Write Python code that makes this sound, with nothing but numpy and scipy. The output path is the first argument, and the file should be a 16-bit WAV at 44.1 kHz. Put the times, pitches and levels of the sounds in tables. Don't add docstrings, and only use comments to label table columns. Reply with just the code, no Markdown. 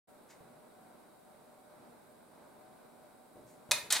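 import sys
import numpy as np
from scipy import signal
from scipy.fft import rfft, irfft
from scipy.io import wavfile
from scipy.ndimage import uniform_filter1d

SR = 44100
rng = np.random.default_rng(int(sys.argv[2]) if len(sys.argv) > 2 else 0)


def log_audio(samples):
    frames = np.atleast_2d(samples).T
    limited = np.clip(frames, -1, 1)
    pcm = np.round(limited * 32767).astype(np.int16)
    wavfile.write(sys.argv[1], SR, pcm)


N = 176400
T = np.arange(N) / SR


def from_db(db):
    return 10 ** (np.asarray(db) / 20)


def unit_power(x):
    return x / np.sqrt(np.mean(x ** 2) + 1e-20)


def at_hz(points, hz):
    freqs, values = np.transpose(points)
    return np.interp(np.log(np.maximum(hz, 1)), np.log(freqs), values)


def colour(x, tone):
    gain = unit_power(from_db(at_hz(tone, np.fft.rfftfreq(2 * N, 1 / SR))))
    cepstrum = irfft(np.log(gain))
    cepstrum[1:N] *= 2
    cepstrum[N + 1:] = 0
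    return irfft(rfft(x, 2 * N) * np.exp(rfft(cepstrum)))[..., :N]


def brighten(x, treble_db, split_hz=5950):
    body = signal.sosfiltfilt(signal.butter(2, split_hz, fs=SR, output="sos"), x)
    return body + from_db(treble_db) * (x - body)


def stereo_noise(likeness):
    mid, side = rng.standard_normal((2, N))
    return np.sqrt((1 + likeness) / 2) * mid + np.sqrt((1 - likeness) / 2) * np.array([side, -side])


def envelope(start, rise, hold, decay):
    return np.clip((T - start) / rise, 0, 1) * np.exp(-np.maximum(T - start - rise - hold, 0) / decay)


def crackle(per_s, spread_db):
    clicks = (rng.random(N) < per_s / SR) * rng.choice([-1, 1], N)
    clicks = clicks * from_db(spread_db * np.minimum(rng.exponential(1, N), 4.1))
    return clicks / np.sqrt(np.maximum(uniform_filter1d(clicks ** 2, 130), 1e-6))


def resonate(x, hz, width_hz):
    r = np.exp(-np.pi * width_hz / SR)
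    feedback = [1, -2 * r * np.cos(2 * np.pi * hz / SR), r * r]
    return signal.lfilter(np.array([1, 0, -1]) * (1 - r * r) / 2, feedback, x + 1e-18)


# pitch in Hz, level in dB, filter width in Hz.
HUM_NOTES = [(237.8, -73, 8.6), (599, -70, 7.9), (618.2, -71, 16.7), (750.6, -70, 8.4), (3867, -85, 160),
             (7900, -96, 13), (9050, -86, 2.6)]
# frequency in Hz, boost or cut in dB.
AIR_TONE = [(25, -24.5), (70, -16.5), (110, -8.5), (160, -2.5), (240, 0.5), (330, -1.5), (520, -2),
            (630, -1), (950, -4), (1250, -9.5), (1550, -9), (1750, -18), (2200, -17), (2900, -26.5),
            (3900, -23.5), (6000, -32), (16000, -51)]
HISS_TONE = [(100, 2.5), (3000, -8), (4500, -5.5), (6200, -11), (8300, 0.5), (11000, -2.5), (16000, -6.5)]


def background():
    hum = 0
    for hz, db, width in HUM_NOTES:
        note = resonate(stereo_noise(likeness=0.38), hz, width)
        hum += from_db(db) * unit_power(resonate(note, hz, width))
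    air = from_db(-60.5) * colour(stereo_noise(likeness=0.38), AIR_TONE)
    hiss = from_db(-69) * colour(stereo_noise(likeness=0.1), HISS_TONE)
    waver_db = unit_power(np.interp(T * 9.14, np.arange(200), rng.standard_normal(200)))
    lean_right = from_db([[-0.4], [0.4]])
    return hum + (air * from_db(waver_db) + hiss) * lean_right


# start in seconds, level in dB, rise and decay in seconds, treble in dB.
BRUSHES = [(.283, -58.5, 0.027, .024, -2.5), (3.455, -73, 0.036, .06, 9)]
# frequency in Hz, boost or cut in dB.
BRUSH_TONE = [(500, -12), (1400, 1), (2100, 6), (3000, -4), (4500, -0.5), (7300, 3.5), (11000, -7),
              (16000, -16)]


def sleeve_brushes():
    rub = rng.standard_normal(N)
    brushes = sum(from_db(db) * envelope(start, rise, 0, decay) * brighten(rub, treble_db)
                  for start, db, rise, decay, treble_db in BRUSHES)
    return colour(brushes, BRUSH_TONE)


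# start in seconds, level in dB, decay in seconds.
ARM_THUMPS = [(0.401, -55, 0.022), (3.353, -54, 0.057), (3.688, -50.5, 0.038), (3.829, -55.5, 0.026)]
# frequency in Hz, boost or cut in dB.
THUMP_TONE = [(30, -13.5), (80, -9), (135, 1.5), (220, -4), (400, -1), (800, -8.5), (1500, -26),
              (5000, -37.5)]


def arm_thumps(rise_s=0.0032):
    loudness = sum(from_db(db) * envelope(start, rise_s, 0, decay) for start, db, decay in ARM_THUMPS)
    return colour(loudness * rng.standard_normal(N), THUMP_TONE)


# start in seconds, level in dB, decay in seconds, crack in dB above that level.
MATCH_HITS = [(3.7116, -20, 0.0033, 13), (3.7154, -24.5, 0.0028, 1), (3.717, -23, 0.0049, 10)]
# frequency in Hz, boost or cut in dB.
SCRAPE_TONE = [(100, -25), (300, -19.5), (520, -4), (750, -9), (1150, -2.5), (2350, 1.5), (2800, -5.5),
               (3700, 3.5), (5500, -0.5), (9500, 0), (12400, -12), (14500, -21), (16000, -20)]
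# pitch in Hz, strength in dB, seconds to fade by 60 dB.
STRIKE_RING = [(990, 5, 0.037), (1350, -7, .1), (2160, 1, 0.22), (2300, -4, .2), (2480, 3, 0.049),
               (3583, -1, 0.032), (4400, -13, 0.048), (4800, -2, 0.024), (6600, -10, .012)]


def match_strike(rise_s=0.00038):
    force = sum(from_db(db) * envelope(start, rise_s, 0, decay) for start, db, decay, _ in MATCH_HITS)
    grit = force * crackle(per_s=14000, spread_db=4)
    for start, db, _, crack_db in MATCH_HITS:
        grit[int(start * SR)] += from_db(db + crack_db)
    scrape = colour(grit, SCRAPE_TONE)
    ring = sum(from_db(db) * resonate(scrape, hz, width_hz=np.log(1000) / (np.pi * fade_s))
               for hz, db, fade_s in STRIKE_RING)
    return scrape + ring


# start in seconds, level in dB, rise, hold and decay in seconds, treble in dB.
FLAME_SPURTS = [(3.9023, -28.5, 0.0034, 0.0065, 0.0047, -2.5), (3.9182, -33, .001, .001, .003, -3),
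                (3.9230, -23, 0.0021, 0.0018, .002, 5), (3.929, -27.5, 0.0012, 0.0056, 0.0068, 0),
                (3.945, -38.5, .004, 0.011, .012, -16), (3.951, -34.5, 0.0025, 0.016, 0.0069, -22),
                (3.964, -30, .001, .002, .005, -13)]
# frequency in Hz, boost or cut in dB.
FLAME_TONE = [(100, -28), (300, -14), (650, -7.5), (1300, -3.5), (2100, 1), (2750, -4), (3400, 2),
              (4300, 3), (5400, -1.5), (7600, 2.5), (9400, 0.5), (10800, -6.5), (13400, -11), (16000, -26)]


def match_flare():
    sparks = crackle(per_s=14000, spread_db=2.5)
    spurts = sum(from_db(db) * envelope(start, rise, hold, decay) * brighten(sparks, treble_db)
                 for start, db, rise, hold, decay, treble_db in FLAME_SPURTS)
    return colour(spurts, FLAME_TONE)


# frequency in Hz, left level minus right level in dB.
LEFT_OVER_RIGHT = [(200, -2.5), (900, 2), (3000, 1), (7000, -.7), (10500, -.5), (13000, -14), (16000, -1)]


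def direct_sound(x, right_lag_s=0.000014):
    hz = np.fft.rfftfreq(2 * N, 1 / SR)
    lean = from_db(at_hz(LEFT_OVER_RIGHT, hz) / 2)
    delay = np.exp(-2j * np.pi * hz * right_lag_s)
    return irfft(rfft(x, 2 * N) * np.array([lean, delay / lean]))[:, :N]


# frequency in Hz, seconds to fade by 60 dB.
ECHO_FADE = [(150, 0.8), (600, 0.34), (1400, .5), (3700, 0.37), (9000, 0.34), (15000, 0.43)]
# frequency in Hz, boost or cut in dB.
ECHO_TONE = [(150, 1), (600, 3), (2200, -0.5), (4000, -1.5), (6000, -5.5), (9500, -3.5), (15000, 1.5)]
# frequency in Hz, likeness (1 means the same).
ECHO_LIKENESS = [(150, .55), (1000, 0.66), (2500, 0.67), (4500, 0.4), (8000, -0.052), (15000, -.1)]


def room_echo(x, gain_db=-3, gap_s=0.0032, build_s=0.004):
    edges_hz = np.geomspace(60, 17000, 15)
    echo = 0
    for low, high in zip(edges_hz, edges_hz[1:]):
        hz = np.sqrt(low * high)
        noise = stereo_noise(at_hz(ECHO_LIKENESS, hz))[:, :SR]
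        band = signal.sosfilt(signal.butter(2, [low, high], "band", fs=SR, output="sos"), noise)
        fall = envelope(gap_s, build_s, 0, at_hz(ECHO_FADE, hz) / np.log(1000))[:SR]
        echo += band * fall / np.linalg.norm(fall) * from_db(at_hz(ECHO_TONE, hz))
    return from_db(gain_db) * signal.fftconvolve(x[None], echo, axes=1)[:, :N]


def scene():
    sounds = sleeve_brushes() + arm_thumps() + match_strike() + match_flare()
    return background() + direct_sound(sounds) + room_echo(sounds)


def record(dry):
    start_s, fade_s, cutoff_hz = 0.072, 0.018, 15900
    faded_in = dry * np.clip((T - start_s) / fade_s, 0, 1)
    treble_cut = signal.firwin(301, cutoff_hz, fs=SR)
    return signal.fftconvolve(faded_in, treble_cut[None], mode="same", axes=1)


dry = scene()
out = record(dry)
log_audio(out)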